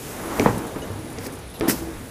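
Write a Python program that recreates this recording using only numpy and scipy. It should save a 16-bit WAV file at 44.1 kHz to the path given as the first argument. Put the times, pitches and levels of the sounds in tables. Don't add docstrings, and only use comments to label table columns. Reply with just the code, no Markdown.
import sys
import numpy as np
from scipy import signal
from scipy.fft import rfft, irfft
from scipy.io import wavfile
from scipy.ndimage import uniform_filter1d

SR = 44100
rng = np.random.default_rng(int(sys.argv[2]) if len(sys.argv) > 2 else 0)


def linear_from_db(decibels):
    return 10 ** (np.asarray(decibels, float) / 20)


def generate_wav(sig):
    pcm = np.round(np.clip(np.atleast_2d(sig).T, -1, 1) * 32767).astype(np.int16)
    wavfile.write(sys.argv[1], SR, pcm)


N = 92610


def level(x, db):
    return x * linear_from_db(db) / np.sqrt(np.mean(x ** 2))


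def curve(rows):
    rows = np.array(rows)
    return np.interp(np.arange(N) / SR, rows[:, 0], rows[:, 1])


def walk(rate_hz):
    held = int(SR / rate_hz)
    steps = np.repeat(rng.standard_normal(200)[:N // held + 1], held)
    smooth = uniform_filter1d(uniform_filter1d(steps, held), held)
    return 1.3 * smooth[:N]


def ring(push, hz, t60):
    pole = np.exp((2j * np.pi * hz - np.log(1000) / t60) / SR)
    return signal.lfilter([1], [1, -pole], push + 0j).imag


def narrow_band(hz, width_hz):
    once = ring(rng.standard_normal(N), hz, 1.4 / width_hz)
    return level(ring(once, hz, 1.4 / width_hz), 0)


def coloured(points, flicker_db, rate_hz, grit_db):
    point_hz, point_db = np.array(points).T
    hz = np.maximum(np.arange(N // 2 + 1) * SR / N, 1)
    grains = rng.standard_normal(N)
    grit = np.minimum(rng.exponential(size=N), 4)
    colour_db = np.interp(np.log(hz), np.log(point_hz), point_db, left=-90, right=-90)
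    spectrum = rfft(grains * linear_from_db(grit_db * grit)) * linear_from_db(colour_db)
    octave = np.log2(hz / 30)
    total = np.zeros(N)
    for k in range(10):
        share = np.clip(1 - abs(octave - k), 0, 1)
        total += irfft(spectrum * share, N) * linear_from_db(flicker_db * walk(rate_hz))
    return level(total, 0)


def puffs(rows):
    t = np.arange(N) / SR
    total = np.zeros(N)
    for start, db, attack, hold, t60 in rows:
        swell = np.clip((t - start) / attack, 0, 1) ** 2
        fading = np.maximum(t - start - attack - hold, 0)
        total += swell * linear_from_db(db - 60 * fading / t60)
    return total


def blows(hits, body, scatter_db, crack_db):
    out = np.zeros(N)
    t = np.arange(SR // 4) / SR
    hz, gain_db, t60 = np.array(body).T[:, :, None]
    sign = (-1) ** np.arange(len(body))[:, None]
    lucks = rng.standard_normal((16, 2, 14, 1))[:, :, :len(body)]
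    noises = rng.standard_normal((16, len(t)))
    for (start, db, contact_ms), (luck_db, luck_hz), noise in zip(hits, lucks, noises):
        fade = linear_from_db(gain_db + scatter_db * luck_db - 60 * t / t60)
        rings = sign * fade * np.sin(2 * np.pi * hz * (1 + .006 * luck_hz) * t)
        push = np.sin(np.pi * np.clip(t[:400] * 1000 / (2 * contact_ms), 0, 1)) ** 2
        knock = signal.fftconvolve(rings.sum(0), push)
        crack = linear_from_db(crack_db) * noise * np.exp(-t / .0013)
        knock = knock / abs(knock).max() + signal.fftconvolve(crack, push / np.linalg.norm(push))
        i = int(start * SR)
        out[i:i + len(knock)] += linear_from_db(db) * knock[:N - i]
    return out


def hall_floor():
    # f/Hz, level/dB
    hall_colour = [(15, -33), (25, -21), (59, -2.5), (164, -9.5), (762, -31), (2360, -26), (2700, -28.5),
                   (9810, -33), (15500, -39.5)]
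    return linear_from_db(-41.5) * coloured(hall_colour, flicker_db=2.06, rate_hz=8.08, grit_db=3.0)


def drives():
    # t/s, level/dB
    effort = [(0, -37.5), (.1, -35), (.3, -32), (.45, -29.5), (.62, -32), (.74, -35), (.9, -34),
              (1.05, -38), (1.22, -35.5), (1.45, -41.5), (1.58, -40.5), (1.7, -29.5), (1.88, -37),
              (2.1, -40.5)]
    # f/Hz, level/dB
    frame_colour = [(24, -29), (40, -30), (140, 0.5), (205, -5.5), (320, -8.5), (377, -2.5), (916, -9),
                    (1780, -14.5), (5000, -34.5), (6500, -75), (11000, -120)]
    # f/Hz, width/Hz, level/dB
    resonances = [(113, 16, -15.5), (258.6, 49, -4), (318.6, 26.5, -5), (459, 67, -8)]
    broad = coloured(frame_colour, flicker_db=2.0, rate_hz=13.73, grit_db=1.5)
    drone = np.zeros(N)
    for hz, width_hz, db in resonances:
        tone = ring(rng.standard_normal(N), hz, 2.0 / width_hz)
        drone += level(tone, db) * linear_from_db(2.6 * walk(9.22))
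    return linear_from_db(curve(effort)) * (linear_from_db(-2.0) * broad + linear_from_db(-3.0) * drone)


def hum():
    # t/s, level/dB
    motor_load = [(0, -51), (.45, -37), (1, -53), (1.5, -39), (1.95, -34), (2.1, -46)]
    hz = 61.74 * (1 + 0.0545 * walk(12))
    tone = np.sin(2 * np.pi * np.cumsum(hz) / SR)
    return linear_from_db(curve(motor_load) + 1.8 * walk(14.0)) * tone


def leak():
    # t/s, level/dB
    leak_strength = [(0, -41.5), (.25, -44.5), (.42, -40), (.62, -49), (1, -54), (1.55, -67), (1.75, -43.5),
                     (1.9, -53), (2.1, -54)]
    # f/Hz, level/dB
    leak_colour = [(1500, -21), (2500, -5), (4000, -9), (6800, -3.5), (9000, -6), (11200, -5), (15000, -8),
                   (15600, -20)]
    return linear_from_db(curve(leak_strength) + 1.5) * coloured(leak_colour, flicker_db=.8, rate_hz=20, grit_db=1.5)


def whine():
    # t/s, extra level/dB
    inverter_load = [(0, -1), (.2, -1), (.24, 7), (.285, 7), (.305, -1), (.66, -1), (.7, 0), (1.2, 0),
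                     (1.35, -2), (2.1, -2)]
    width_hz = 90
    whistle = level(ring(rng.standard_normal(N), 10106, 2.2 / width_hz), -54)
    return whistle * linear_from_db(curve(inverter_load) + walk(12))


def belts():
    # f/Hz, width/Hz, level/dB
    bands = [(3700, 500, -60), (9700, 1300, -58)]
    return sum(linear_from_db(db + 2.5 * walk(70)) * narrow_band(hz, width_hz) for hz, width_hz, db in bands)


def scrapes():
    # t/s, level/dB, attack/s, hold/s, fade by 60 dB/s
    strokes = [
        (.04, -37, 0.14, 0.15, 0.18),
        (1.612, -33.5, 0.005, 0.047, 0.086),
        (1.665, -26.5, .012, 0.022, 0.13),
        (0.345, -30, 0.014, 0.088, 0.17),
        (.462, -27.5, 0.0018, 0.01, 0.099),
        (0.5, -49, 0.0038, 0.03, 0.059),
        (.755, -40.5, .003, 0.031, 0.071),
    ]
    # f/Hz, level/dB
    board_colour = [(250, -13), (500, 5), (1100, 4), (2200, -11), (4000, -19.5), (6000, -35)]
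    return puffs(strokes) * coloured(board_colour, flicker_db=3.5, rate_hz=70, grit_db=2.0)


def box():
    # f/Hz, level/dB, fade by 60 dB/s
    box_modes = [(190, -12, .12), (255, -10, .25), (332, 0, .4), (436, -10, .3), (624, -12, .15)]
    # t/s, peak level/dB, contact/ms
    box_hits = [
        (1.6105, -14.5, .5),
        (1.649, -22, .6),
        (1.818, -25, .8),
        (1.87, -30, .8),
        (.255, -27, .8),
    ]
    return blows(box_hits, box_modes, scatter_db=4.8, crack_db=-40)


def vents():
    # t/s, level/dB, attack/s, hold/s, fade by 60 dB/s
    vent_puffs = [
        (.34, -44, .05, .07, .3),
        (1.671, -22.5, .016, .008, .12),
        (1.690, -26, .008, .004, .1),
        (1.70, -40, .02, .06, .32),
        (.572, -45, .008, .005, .08),
        (1.17, -45, .04, .06, .1),
        (1.21, -47, .04, .018, .06),
        (1.536, -50, .005, .025, .08),
    ]
    # f/Hz, level/dB
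    air_colour = [(700, -30), (1250, -2), (3900, -8), (5200, 0), (6800, -6), (12000, -4), (15000, -5),
                  (15600, -15)]
    return puffs(vent_puffs) * coloured(air_colour, flicker_db=2.4, rate_hz=90, grit_db=3)


def pins():
    # f/Hz, level/dB, fade by 60 dB/s
    pin_modes = [(11500, 0, .13), (14000, -6, .08)]
    # t/s, peak level/dB, contact/ms
    pin_hits = [
        (.37, -38, .03),
        (.39, -38, .03),
        (.784, -44, .03),
        (.849, -42, .03),
        (.91, -46, .03),
        (1.54, -42, .025),
        (1.553, -43, .03),
    ]
    return blows(pin_hits, pin_modes, scatter_db=2, crack_db=-24)


def stops():
    # f/Hz, level/dB, fade by 60 dB/s
    stop_modes = [(98.7, -11, 0.12), (216, -8, 0.083), (296.4, -7.5, 0.14), (372.5, -4, 0.096),
                  (450, -2, 0.032), (704, -8, 0.038), (830, -11, 0.06), (1340, -32, 0.051),
                  (2280, -1.5, 0.011), (5900, 1, 0.0065), (7400, -28, 0.013)]
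    # t/s, peak level/dB, contact/ms
    stop_hits = [
        (.3966, -5.5, 0.12),
        (.4035, -9, 0.98),
        (.424, -15, 0.67),
    ]
    return blows(stop_hits, stop_modes, scatter_db=4.0, crack_db=-21)


def ticks():
    # t/s, peak level/dB, f/Hz
    snaps = [
        (.3975, -20, 6500),
        (.4607, -4.5, 850),
        (1.5981, -19, 10500),
        (1.6098, -28, 4200),
        (1.6107, -20, 400),
        (1.6842, -13, 260),
        (1.6985, -14, 280),
        (1.7325, -23, 250),
    ]
    t = np.arange(N) / SR
    total = np.zeros(N)
    for start, db, hz in snaps:
        cycles = (t - start) * hz
        total -= linear_from_db(db + 4) * np.exp(-(cycles / .5) ** 2) * np.sin(2 * np.pi * cycles)
    return total


def flaps():
    # f/Hz, level/dB, fade by 60 dB/s
    flap_modes = [(116.5, -4, 0.17), (189, 2.5, 0.041), (305, 0, 0.063), (470, 2.5, 0.073),
                  (540, -1.5, 0.022), (730, -36.5, 0.014), (776, -11.5, 0.1), (885, -6.5, 0.025),
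                  (1135, -8, 0.032), (1430, -3, 0.02), (1624, -0.5, 0.012), (1900, -4, .022),
                  (2220, -11, 0.012)]
    # t/s, peak level/dB, contact/ms
    flap_hits = [
        (.4594, -2, 0.2),
        (.473, -26, 0.49),
        (.492, -13.5, 0.96),
        (.532, -19, 1),
        (.57, -18.5, 0.96),
    ]
    return blows(flap_hits, flap_modes, scatter_db=2.0, crack_db=-16)


def spits():
    # t/s, level/dB, attack/s, hold/s, fade by 60 dB/s
    spit_puffs = [(.545, -47, .004, .01, .08), (.579, -36, .001, .003, .04), (.664, -45, .002, .004, .1),
                  (1.100, -45, .001, .004, .05), (1.124, -46, .003, .005, .04),
                  (1.243, -42.5, .002, .008, .05), (1.263, -42, .001, .006, .05),
                  (1.320, -43, .001, .004, .06), (1.334, -46, .002, .004, .06),
                  (1.350, -47, .002, .006, .06), (1.386, -48, .002, .004, .05),
                  (1.498, -48, .001, .003, .05), (1.783, -45, .002, .004, .05)]
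    # f/Hz, level/dB
    spit_colour = [(4000, -20), (6200, -4), (7500, -7), (9000, 0), (10500, -1), (12500, -5), (15000, -12)]
    return puffs(spit_puffs) * coloured(spit_colour, flicker_db=1.5, rate_hz=80, grit_db=2)


def cartons():
    # f/Hz, level/dB, fade by 60 dB/s
    carton_modes = [(59.5, -14, 0.14), (101, -16.5, 0.46), (195, -10.5, 0.098), (268, -2.5, 0.11),
                    (348, 2, 0.049), (452.3, -1.5, 0.17), (580, -8, 0.043), (670, -14, 0.031),
                    (796, -8, 0.059), (1212, -4.5, 0.046), (1750, 1, 0.023), (2390, -5, 0.0097),
                    (4260, -30, 0.0091)]
    # t/s, peak level/dB, contact/ms
    carton_hits = [
        (.760, -19, 0.33),
        (.768, -27, 0.45),
        (1.180, -24.5, 0.69),
        (1.6095, -13.5, 0.093),
        (1.623, -23, 1.05),
        (1.655, -28, 0.36),
        (.898, -22.5, 1.24),
        (1.888, -35, 0.54),
        (1.96, -28, 4.1),
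    ]
    return blows(carton_hits, carton_modes, scatter_db=5.0, crack_db=-6.5)


def steel():
    # f/Hz, level/dB, fade by 60 dB/s
    steel_modes = [(2907, 0, .16), (3750, -9, .14), (5200, -12, .07), (6191, -10, .17), (6680, -7, .1)]
    # t/s, peak level/dB, contact/ms
    steel_hits = [
        (.820, -32.5, .03),
    ]
    return blows(steel_hits, steel_modes, scatter_db=0, crack_db=-18)


def latches():
    # f/Hz, level/dB, fade by 60 dB/s
    latch_modes = [(750, -4, .025), (2200, -1, .014), (3500, -10, .01), (4800, -2, .012), (5700, -2, .011),
                   (6600, -2, .011)]
    # t/s, peak level/dB, contact/ms
    latch_hits = [
        (1.1855, -23.5, .05),
        (1.188, -26, .09),
        (1.2645, -23, .04),
        (1.268, -27, .04),
    ]
    return blows(latch_hits, latch_modes, scatter_db=1.5, crack_db=-12)


def bottom():
    # f/Hz, level/dB, fade by 60 dB/s
    bottom_modes = [(205, -9, 0.068), (262, -0.5, 0.086), (401, -4.5, 0.15), (533, -4.5, 0.12)]
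    # t/s, peak level/dB, contact/ms
    bottom_hits = [
        (1.2645, -21.5, 1),
        (1.6832, -13.5, 0.78),
        (1.6995, -29, 0.41),
    ]
    return blows(bottom_hits, bottom_modes, scatter_db=-0.2, crack_db=-32)


def chain_link():
    # t/s, level/dB, attack/s, hold/s, fade by 60 dB/s
    grates = [
        (1.538, -49.5, .004, .022, .09),
        (1.632, -50, .008, .025, .08),
    ]
    return puffs(grates) * (narrow_band(2950, 450) + narrow_band(3780, 450))


def hall(x):
    t60, wet_db, dull_hz = 0.32, -13, 2680
    t = np.arange(SR) / SR
    tail = rng.standard_normal(SR) * linear_from_db(-60 * t / t60) * np.clip(t / 0.0028, 0, 1)
    tail = signal.lfilter(*signal.butter(1, dull_hz, fs=SR), tail)
    tail = tail / np.sqrt(np.sum(tail ** 2))
    return linear_from_db(wet_db) * signal.fftconvolve(x, tail)[:N]


def scene():
    knocks = latches() + steel() + pins() + stops() + flaps() + cartons() + ticks()
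    booms = box() + bottom()
    murmur = hall_floor()
    knocks = knocks + hall(knocks)
    machine = drives() + scrapes() + hum()
    air = leak() + vents()
    sizzle = whine() + belts() + chain_link() + spits()
    return (knocks + booms + murmur + machine + air + sizzle)[None]


def low_pass(x):
    return signal.sosfilt(signal.butter(12, 15810, fs=SR, output="sos"), x)


def record(dry):
    bass_cut_hz, top_hz = 6.2, 15120
    mix = signal.lfilter(*signal.butter(2, bass_cut_hz, "high", fs=SR), dry)
    mix = signal.sosfilt(signal.ellip(8, .2, 60, top_hz, fs=SR, output="sos"), mix)
    return low_pass(mix)


dry = scene()
out = record(dry)
generate_wav(out)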